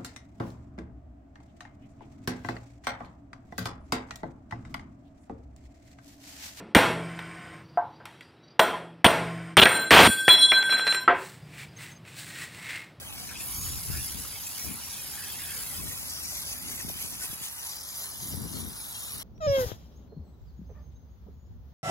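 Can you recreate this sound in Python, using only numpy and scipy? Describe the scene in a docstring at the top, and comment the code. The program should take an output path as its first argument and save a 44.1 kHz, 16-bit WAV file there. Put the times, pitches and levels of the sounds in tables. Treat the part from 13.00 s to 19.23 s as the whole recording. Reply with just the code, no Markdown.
"""In a driveway, a hand-pump sprayer lays foam on a car wheel.
The nozzle sputters: random bubble bursts and a rush of air, coloured into a hiss and a finer sizzle.
The jet bounces off the wheel face as a sliding comb, and narrow resonances ring in the rim.
Foam patters as a coarser fizz and squelches in short gliding bands of noise.
A breeze buffets the microphone with low noise, gusts and popping eddies; far traffic murmurs beneath."""
import sys
import numpy as np
from scipy import signal
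from scipy.fft import rfft, irfft, next_fast_len
from scipy.io import wavfile
from scipy.ndimage import uniform_filter1d, map_coordinates

SR = 44100
rng = np.random.default_rng(int(sys.argv[2]) if len(sys.argv) > 2 else 0)


def persist_wave(psi):
    """Save psi, clipped to +-1, as 16-bit WAV."""
    counts = np.round(np.clip(psi, -1, 1) * 32767).astype(np.int16)
    wavfile.write(sys.argv[1], SR, np.atleast_2d(counts).T)


N = 274743   # length of the scene in samples

# Jet strength as the wand moves, before the sweeps. Each row: time in seconds, hiss in dB, sizzle in dB.
JET_LEVEL = [(0, -46.5, -45), (.15, -46, -44.5), (.27, -42, -43), (.36, -45.5, -48.5), (.41, -40.5, -38),
             (.58, -39.5, -36.5), (.8, -40.5, -38.5), (1.03, -38.5, -38), (1.38, -44.5, -42),
             (1.65, -41.5, -38), (1.8, -45, -44), (1.92, -40, -41.5), (2.3, -41, -40.5),
             (2.6, -38.5, -37.5), (3.1, -40.5, -40), (3.6, -45.5, -41.5), (4.55, -45, -42.5),
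             (5.7, -45.5, -42.5), (5.85, -43, -40), (6.23, -43.5, -47.5)]
# Swells as the jet crosses a spoke or the rim. Each row: time of the peak in seconds,
# length in seconds, hiss rise in dB, sizzle rise in dB.
SWEEPS = [(0.682, 0.071, 2.5, 1.5), (3.37, 0.14, 2.5, 3.5), (3.52, 0.094, 5.5, 2), (3.713, 0.13, 5.5, 3.5),
          (3.806, 0.047, 6.5, 1.5), (3.9, 0.038, 4, 5.5), (4.028, 0.12, 7, 3.5), (4.136, 0.043, 6, 2.5),
          (4.239, 0.067, 10.5, 6.5), (4.327, 0.057, 5, 5), (4.452, 0.075, 8, 5.5), (4.684, 0.13, 4, 4.5),
          (5.013, 0.13, 4, 6), (5.288, 0.14, 3.5, 7), (5.576, 0.12, 6, 4), (6.023, 0.14, 1.5, 2.5),
          (6.165, 0.27, 0, 6.5)]
# Where the jet points. Each row: time in seconds, ring of the rim in dB, gain of the top treble in dB.
AIM = [(0, 5, 2), (.6, -0.5, 2), (1.5, 7.5, 5), (2.6, -6, 3), (3.2, 9, 0.5), (4.3, 4, 1), (5.0, 6.5, -1.5),
       (5.6, -3, -1.5), (6.23, -1.5, 0)]
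# Tone of the hiss. Each row: frequency in Hz, relative level in dB per Hz.
HISS_COLOUR = [(2100, -10), (3000, -16), (4000, -7.5), (5200, -5.5), (6150, -8.5), (6600, -8), (7250, -1),
               (7700, -2.5), (8700, -2), (9400, -0.5), (9900, -9)]
# Tone of the sizzle. Each row: frequency in Hz, relative level in dB per Hz.
SIZZLE_COLOUR = [(8900, -35), (9500, 3), (10400, 8), (11500, 8), (13000, 6.5), (14200, 3.5), (15800, -1)]
# Hollows of rim and spokes. Each row: frequency in Hz, bandwidth in Hz, relative gain in dB.
RIM_HOLLOWS = [(4970, 620, 0), (5705, 160, 6), (6490, 330, -2)]
RIM_WAVER_DB, RIM_WAVER_HZ = 1.5, 3.4   # spread and rate of each hollow's changing answer
# Bounce off the wheel along the wand path. Each row: time in seconds, delay in ms.
BOUNCE_DELAY = [(0, 1.3), (.31, 1.29), (.7, .62), (.95, 1.27), (1.25, .67), (1.4, 1.0), (1.66, 1.27),
                (1.8, 1.06), (2.11, 1.37), (2.36, 1.06), (2.65, 1.48), (3.8, 1.46), (4.15, 1.1),
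                (4.5, 1.15), (4.85, .96), (5.5, 1.0), (5.8, .77), (6.23, .7)]
BOUNCE_GAIN = .28   # of the direct sound
# Nozzle direction. Each row: time in seconds, bearing (0 ahead of the microphone, .5 half left, 1 far left).
BEARING = [(0, .45), (.15, .44), (.33, .2), (.45, 0), (2.55, 0), (2.7, .14), (2.82, .27), (2.9, .42),
           (3.05, .52), (3.5, .54), (3.8, .48), (4.15, .48), (4.28, .42), (4.38, .28), (4.47, .46),
           (4.6, .54), (4.72, .85), (5.05, .85), (5.25, 1), (6.23, 1)]
# Noise that differs between left and right, relative to the direct jet.
# Each row: frequency in Hz, level in dB from ahead, from half left, from far left.
SIDE_NOISE = [(500, 0, -2.5, 7), (1290, 3, 5, -8), (2000, -11.5, -8, -5), (2450, -6, -0.5, -9),
              (2850, -2, -10, -23), (3400, -7, -17, -11), (3760, 4, -8, -8), (4450, -1, 2.5, -2),
              (5400, -2, -1, -6), (6230, 4, -2, -1), (7600, -3, 10, -1), (9100, 8, 8, -3),
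              (10600, -21, -12, -6), (11600, -10, -6, -20), (12800, -16, 7, -16), (13700, -12, -25, -22),
              (14700, -8, -6, -15), (15700, 2, 15, -1)]
# Phase between the ports. Each row: frequency in Hz, left's lead in radians from ahead, half left, far left.
PORT_PHASE = [(0, 0, 0, 0), (2000, .3, 1.6, 1.8), (2500, .55, 2.55, 2.75), (2850, .75, 3, 3.15),
              (3300, .8, 3.15, 3.6), (4000, .6, 3.3, 4.9), (4600, 1.4, 3.8, 5.6), (5600, 2.8, 4.1, 5.9),
              (6000, 3.8, 4.5, 6.2), (6400, 6.3, 4.9, 6.3), (7100, 7.1, 5.6, 6.6), (7750, 9.3, 6.6, 9.3),
              (8200, 10.6, 8.8, 11.4), (8750, 11.5, 9.2, 12), (9400, 9.1, 8.7, 9.3), (9800, 7.3, 7.3, 7.3),
              (10400, 6.3, 6.3, 6.3), (11600, 6.2, 6.2, 6.2), (13150, 3.25, 3.25, 3.25),
              (13700, 3.05, 3.05, 3.05), (15300, 0, 0, 0)]
# Balance of the ports. Each row: frequency in Hz, left minus right in dB from ahead, half left, far left.
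PORT_BALANCE = [(1400, -1, 3.5, 2), (2400, 0, -1.5, 5), (2870, -4, 2, -8.5), (3300, 8, 2.5, 9),
                (3800, -6, 3.5, 3), (4460, 0.5, 0, 5.5), (5530, 0, 4.5, 5.5), (6440, 0.5, 1.5, 0),
                (7300, 3, -0.5, 0), (9000, -0.5, 2, 0.5), (10600, -1.5, -2.5, -2.5),
                (12800, -0.5, 0.5, 0.5)]
# Tone with direction. Each row: frequency in Hz, gain in dB from ahead, half left, far left.
PORT_GAIN = [(1400, -0.5, 0.5, 0), (2430, 0, 3, -4.5), (3080, -1, 2, -1.5), (3700, 1.5, 4, 6),
             (4600, 1.5, -1.5, 1), (5500, 1.5, -1.5, 0.5), (6330, 2.5, 5, 5.5), (7000, 1.5, -1.5, 0.5),
             (8750, 1.5, 3, -0.5), (10540, 1.5, -0.5, -0.5), (12900, -0.5, 0.5, -0.5)]
FRAME, HOP = 1024, 256   # short spectra used for the ports, in samples

# Foam landing as the jet moves over the wheel, before the sweeps. Each row: time in seconds, level in dB.
PATTER_LEVEL = [(0, -49), (.35, -48), (.75, -49.5), (1.0, -47.5), (1.45, -48), (1.75, -48), (2.0, -48.5),
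                (2.5, -45.5), (3.0, -49.5), (4.2, -53.5), (4.8, -52), (5.7, -53), (6.23, -46.5)]
# Tone of the patter. Each row: frequency in Hz, relative level in dB per Hz.
PATTER_COLOUR = [(400, -0.5), (800, 0), (1400, -1.5), (2100, 1), (2600, 3.5), (3200, 5), (4200, -4.5)]
PATTER_FOLLOWS = 1   # share of a sweep's hiss rise that the patter takes on
# Pockets the jet digs into wet foam. Each row: time of the peak in seconds, pitch there in Hz,
# glide in Hz over one length, length in seconds, level in dB.
SQUELCHES = [(.299, 2400, 0, 0.014, -44), (0.319, 1610, 100, 0.02, -45), (.362, 2550, 253, 0.019, -43.5),
             (0.41, 2610, 100, 0.026, -46), (.6, 1140, 7, 0.29, -56), (.646, 6760, 250, 0.15, -42),
             (0.946, 1587, 180, 0.046, -46.5), (.982, 2460, 102, 0.034, -45.5),
             (1.253, 1270, 0, 0.014, -50), (1.713, 2343, 0, 0.05, -50), (1.786, 1270, 0, 0.032, -51),
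             (2.216, 1720, 146, 0.079, -49.5), (2.515, 1640, -300, 0.19, -50),
             (3.806, 1780, 0, 0.006, -47.5)]

# Light breeze on the microphone. Each row: time in seconds, level in dB.
BREEZE_LEVEL = [(0, -51), (.4, -49.5), (1.1, -49.5), (1.55, -55), (2.5, -51.5), (3.3, -52), (4.15, -52.5),
                (4.55, -59), (5.05, -57), (5.2, -52.5), (6.23, -55)]
BREEZE_RUMBLE_DB = 4.5   # boost of the breeze's deep part
# Gusts. Each row: time of full strength in seconds, hold in seconds, left level in dB, right level in dB,
# boost of the deep rumble in dB on the left, on the right.
GUSTS = [(0.574, 0.2, -49.5, -53.5, 15, 16), (0.903, 0.094, -44, -53, 14, 20),
         (1.15, 0.041, -40.5, -55, 3, 4), (1.673, 0.044, -37.5, -48.5, 3.5, -5),
         (2.79, 0.092, -41, -49.5, 3.5, 7), (3.638, 0.11, -48, -47, -2, -9),
         (3.852, 0.042, -45, -42.5, 1, 2), (4.126, 0.012, -50, -53, -3, -5), (4.3, .015, -55, -62, 0, 0),
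         (5.222, 0.055, -42.5, -52, -5, -10), (5.327, .135, -34.5, -41.5, 0.5, -3),
         (5.534, 0.14, -35, -47, -3, 2), (6.158, 0.015, -46, -53, 7, 5)]
GUST_RISE_S, GUST_FALL_S = 0.03, 0.038   # time constants
GUST_EVEN_S = 0.0407   # turbulence is levelled over this window before the gusts shape it
# Tone of the wind. Each row: frequency in Hz, relative level in dB per Hz.
WIND_COLOUR = [(24, -37), (48, -3.5), (80, -0.5), (150, -3), (260, -5.5), (400, -14.5), (650, -25),
               (1500, -35)]
# Single eddies that pop on the ports. Each row: start in seconds, starting pitch in Hz,
# left level in dB before the fade and low cut.
EDDIES = [(.901, 138, -16), (.984, 198, -36), (3.849, 266, -30), (3.881, 480, -33), (3.898, 920, -31.5),
          (3.959, 260, -30.5), (4.045, 282, -32), (4.3, 170, -30.5), (4.33, 393, -35), (4.412, 332, -34.5),
          (5.34, 620, -31.5)]
# Tone of the far traffic. 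Each row: frequency in Hz, relative level in dB per Hz.
TRAFFIC_COLOUR = [(24, -41), (50, -19), (76, 13.5), (105, -41), (250, -9.5), (450, -9.5), (900, 2.5),
                  (1500, -2), (2100, -9.5)]
CUTOFF_HZ = 15850   # top of the whole mix


def hiss(slugs):
    """The body of the jet: bubbly noise in sputtering flow, with the rim's hollows ringing along; rms 1."""
    ring_db, _ = in_time(AIM)
    flow = sputter(slugs, slug_db=1.14, spit_db=2.0, spit_hz=440)
    jet = off_the_wheel(flow * fizz(per_s=5500, spread_db=7.0))
    heard = at_ports(jet, flow, patchy_db=4.5, width_hz=35, length_s=0.027)
    rim = 0
    for hz, width_hz, db in RIM_HOLLOWS:
        answer = from_db(db + RIM_WAVER_DB * drift(RIM_WAVER_HZ))
        rim = rim + answer * resonance(heard, hz, width_hz)
    return colour(heard + from_db(ring_db) * rim, HISS_COLOUR)


def sizzle(slugs):
    """The finest bubbles, bursting right at the nozzle; their top treble changes with the aim; rms 1."""
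    _, top_db = in_time(AIM)
    flow = sputter(slugs, slug_db=0.84, spit_db=2.0, spit_hz=900)
    jet = off_the_wheel(flow * fizz(per_s=9700, spread_db=7.5))
    heard = at_ports(jet, flow, patchy_db=3.5, width_hz=140, length_s=0.012)
    top = filtered(heard, lambda hz: 1 / (1 + (13500 / hz) ** 30))
    return colour(heard + (from_db(top_db) - 1) * top, SIZZLE_COLOUR)


def sputter(slugs, slug_db, spit_db, spit_hz):
    """Slugs of foam and air take turns in the nozzle and break into spits; tank pressure caps each surge."""
    surge_db = slug_db * slugs + spit_db * drift(spit_hz)
    return rms_one(from_db(np.minimum(surge_db, 2.8)))


def fizz(per_s, spread_db):
    """Tiny bubbles burst at random, in uneven sizes, over an equally loud rush of air; rms 1."""
    size_db = spread_db * np.minimum(rng.exponential(1, N), 3)
    sizes = from_db(size_db) * rng.choice([-1, 1], N)
    bursts = rms_one(sizes * (rng.random(N) < per_s / SR))
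    return rms_one(bursts + rng.standard_normal(N))


def sweeps():
    """Rise of hiss and sizzle in dB: a smooth bell for each pass of the jet."""
    t = np.arange(N) / SR
    rise = 0
    for peak, length, *rise_db in SWEEPS:
        bell = np.exp(-(2 * (t - peak) / length) ** 2)
        rise = rise + np.outer(rise_db, bell)
    return rise


def off_the_wheel(x):
    """The direct sound and its bounce off the wheel face form a faint comb that slides with the wand."""
    bounce_ms, = in_time(BOUNCE_DELAY)
    return rms_one(x + BOUNCE_GAIN * delayed(x, bounce_ms))


def at_ports(x, flow, patchy_db, width_hz, length_s):
    """Bearing sets phase, tone and side noise at two ports; spokes and foam make shifting patches."""
    sources = np.vstack([x, flow * rng.standard_normal((2, N))])
    hz, s, frames = signal.stft(sources, SR, nperseg=FRAME, noverlap=FRAME - HOP)
    direct, side_noise = frames[0], frames[1:]
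    side = np.array([.5, -.5])[:, None, None]   # left, right
    bearing = np.interp(s, *np.transpose(BEARING))
    # shares of the ahead, half-left and far-left columns at each moment
    shares = np.array([np.interp(bearing, [0, .5, 1], one) for one in np.eye(3)])

    def turned(table):
        """A table's spectrum for the bearing at each moment."""
        return np.transpose(over_hz(table, hz)) @ shares

    phase = turned(PORT_PHASE)
    noise_level = from_db(turned(SIDE_NOISE))
    patch_db = patchy_db * patches(direct.shape, width_hz, length_s)
    gain = from_db(turned(PORT_GAIN) + side * turned(PORT_BALANCE) + patch_db)
    mixed = direct * np.exp(1j * side * phase) + noise_level * side_noise
    ports = gain * mixed / np.sqrt(1 + noise_level ** 2)
    return rms_one(signal.istft(ports, SR, nperseg=FRAME, noverlap=FRAME - HOP)[1][..., :N])


def patches(shape, width_hz, length_s):
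    """Smooth chance over pitch and time, for short spectra; spread 1."""
    steps = np.arange(-24, 25)
    over_pitch = np.exp(-(steps * SR / FRAME / width_hz) ** 2)
    over_time = np.exp(-(steps * HOP / SR / length_s) ** 2)
    grain = rng.standard_normal(np.add(shape, len(steps) - 1))
    return rms_one(signal.fftconvolve(grain, np.outer(over_pitch, over_time), "valid"))


def patter(slugs):
    """Clots of foam land softly on the coated wheel: a sparser fizz that swells with the jet."""
    hiss_rise_db = sweeps()[0]
    level_db = in_time(PATTER_LEVEL)[0] + PATTER_FOLLOWS * hiss_rise_db
    flow = sputter(slugs, slug_db=1.0, spit_db=2.5, spit_hz=250)
    landing = off_the_wheel(flow * fizz(per_s=1400, spread_db=3.0))
    heard = at_ports(landing, flow, patchy_db=5.0, width_hz=47, length_s=0.016)
    return from_db(level_db) * colour(heard, PATTER_COLOUR)


def squelches(width_hz):
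    """Air pockets in the foam ring roughly for a moment under the jet, gliding as they fill or widen."""
    t = np.arange(N) / SR
    out = np.zeros(N)
    rough = drift(width_hz) + 1j * drift(width_hz)
    for peak, hz, glide_hz, length, db in SQUELCHES:
        age = (t - peak) / length
        tone = np.exp(2j * np.pi * (hz + glide_hz * age / 2) * (t - peak))
        out += from_db(db) * np.real(rough * tone) * np.exp(-2 * age ** 2)
    return out


def wind(lumpy_db, crossing_ms, shared):
    """Lumpy turbulence, partly carried from left port to right; gusts ride on the breeze with deep rumble."""
    lumps = from_db(lumpy_db * np.tanh([drift(63), drift(43)]))
    at_left = rng.standard_normal(N)
    at_right = filtered(at_left, lambda hz: np.exp(-2j * np.pi * hz * crossing_ms / 1000))   # pure delay
    carried = np.array([at_left, at_right])
    air = colour((rng.standard_normal((2, N)) + shared * carried) * lumps, WIND_COLOUR)
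    air = air / np.sqrt(uniform_filter1d(air ** 2, int(GUST_EVEN_S * SR)) + 1e-9)
    deep = filtered(air, lambda hz: 1 / (1 + (hz / 115) ** 4))
    power = from_db(in_time(BREEZE_LEVEL)) ** 2
    deep_power = power * from_db(BREEZE_RUMBLE_DB) ** 2
    for start, hold, left_db, right_db, *rumble_db in GUSTS:
        blow = (from_db([[left_db], [right_db]]) * gust(start, hold)) ** 2
        power = power + blow
        deep_power = deep_power + blow * from_db(rumble_db)[:, None] ** 2
    return np.sqrt(power) * (air - deep) + np.sqrt(deep_power) * deep


def gust(start, hold):
    """A gust builds quickly to full strength at its start time, holds and dies away."""
    age = np.arange(N) / SR - start
    return np.exp(np.minimum(age, 0) / GUST_RISE_S - np.maximum(age - hold, 0) / GUST_FALL_S)


def eddies(fade_s, sink_s, right_db):
    """An eddy pops on the left port, its pitch sinking as it spreads; right_db sets the right port's share."""
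    t = np.arange(N) / SR
    out = np.zeros(N)
    for start, hz, db in EDDIES:
        age = np.clip(t - start, 0, .2)
        cycles = hz * sink_s * np.log1p(age / sink_s)
        out += from_db(db) * np.exp(-age / fade_s) * np.sin(2 * np.pi * cycles)
    low_cut = filtered(out, lambda hz: 1 / (1 + (45 / hz) ** 4))
    return low_cut * from_db([[0], [right_db]])


def traffic():
    """Far traffic: steady coloured noise, partly shared by both sides and a little louder on the left."""
    murmur = rng.standard_normal((2, N)) + 0.27 * rng.standard_normal(N)
    return from_db(-54.5) * colour(murmur, TRAFFIC_COLOUR) * from_db([[.8], [-.8]])


def from_db(db):
    """Decibels to amplitude."""
    return 10 ** (np.asarray(db) / 20)


def rms_one(x):
    """Scale x to an overall rms of 1."""
    return x / np.sqrt(np.mean(x ** 2) + 1e-20)


def in_time(rows):
    """Each column of a curve at every sample."""
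    s, *columns = np.transpose(rows)
    return [np.interp(np.arange(N) / SR, s, c) for c in columns]


def at_hz(points, hz):
    """A tone curve at these frequencies, straight over log frequency."""
    at, value = np.transpose(points)
    return np.interp(np.log(hz), np.log(at), value)


def over_hz(points, hz):
    """Each column of a spectrum at these frequencies, straight over plain frequency."""
    at, *columns = np.transpose(points)
    return [np.interp(hz, at, c) for c in columns]


def filtered(x, response):
    """Pass x through a response given as a function of Hz."""
    size = next_fast_len(N + 4096)
    hz = np.maximum(np.arange(size // 2 + 1) * SR / size, 1)
    return irfft(rfft(x, size) * response(hz), size)[..., :N]


def colour(x, points):
    """Filter x by a tone curve that falls away steeply past both ends; rms 1."""
    lowest, highest = points[0][0], points[-1][0]

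    def response(hz):
        """The curve between its ends, sixth-power slopes outside."""
        edge = np.minimum(1, np.minimum(hz / lowest, highest / hz)) ** 6
        return edge * from_db(at_hz(points, hz))

    return rms_one(filtered(x, response))


def drift(rate_hz):
    """Smooth chance, flat up to rate_hz; spread 1."""
    return rms_one(filtered(rng.standard_normal(N), lambda hz: 1 / np.sqrt(1 + (hz / rate_hz) ** 6)))


def resonance(x, hz, width_hz):
    """Two-pole resonance, gain about 1 on top."""
    r = np.exp(-np.pi * width_hz / SR)
    feed = np.array([1, 0, -1]) * (1 - r * r) / 2
    return signal.lfilter(feed, [1, -2 * r * np.cos(2 * np.pi * hz / SR), r * r], x)


def delayed(x, ms):
    """Read x a changing time late."""
    return map_coordinates(x, [np.arange(N) - ms * SR / 1000], order=5)


def scene():
    """Jet, foam, traffic and wind together; the same slugs drive hiss, sizzle and patter."""
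    hiss_db, sizzle_db = in_time(JET_LEVEL) + sweeps()
    slugs = drift(89)
    jet = from_db(hiss_db) * hiss(slugs) + from_db(sizzle_db) * sizzle(slugs)
    foam = patter(slugs) + squelches(width_hz=185)
    breeze = wind(lumpy_db=3.5, crossing_ms=0.8, shared=0.66)
    pops = eddies(fade_s=0.0075, sink_s=0.0048, right_db=-27)
    return jet + foam + traffic() + breeze + pops


def record(dry):
    """The top is cut steeply."""
    return filtered(dry, lambda hz: 1 / np.sqrt(1 + (hz / CUTOFF_HZ) ** 300))


dry = scene()
out = record(dry)
persist_wave(out)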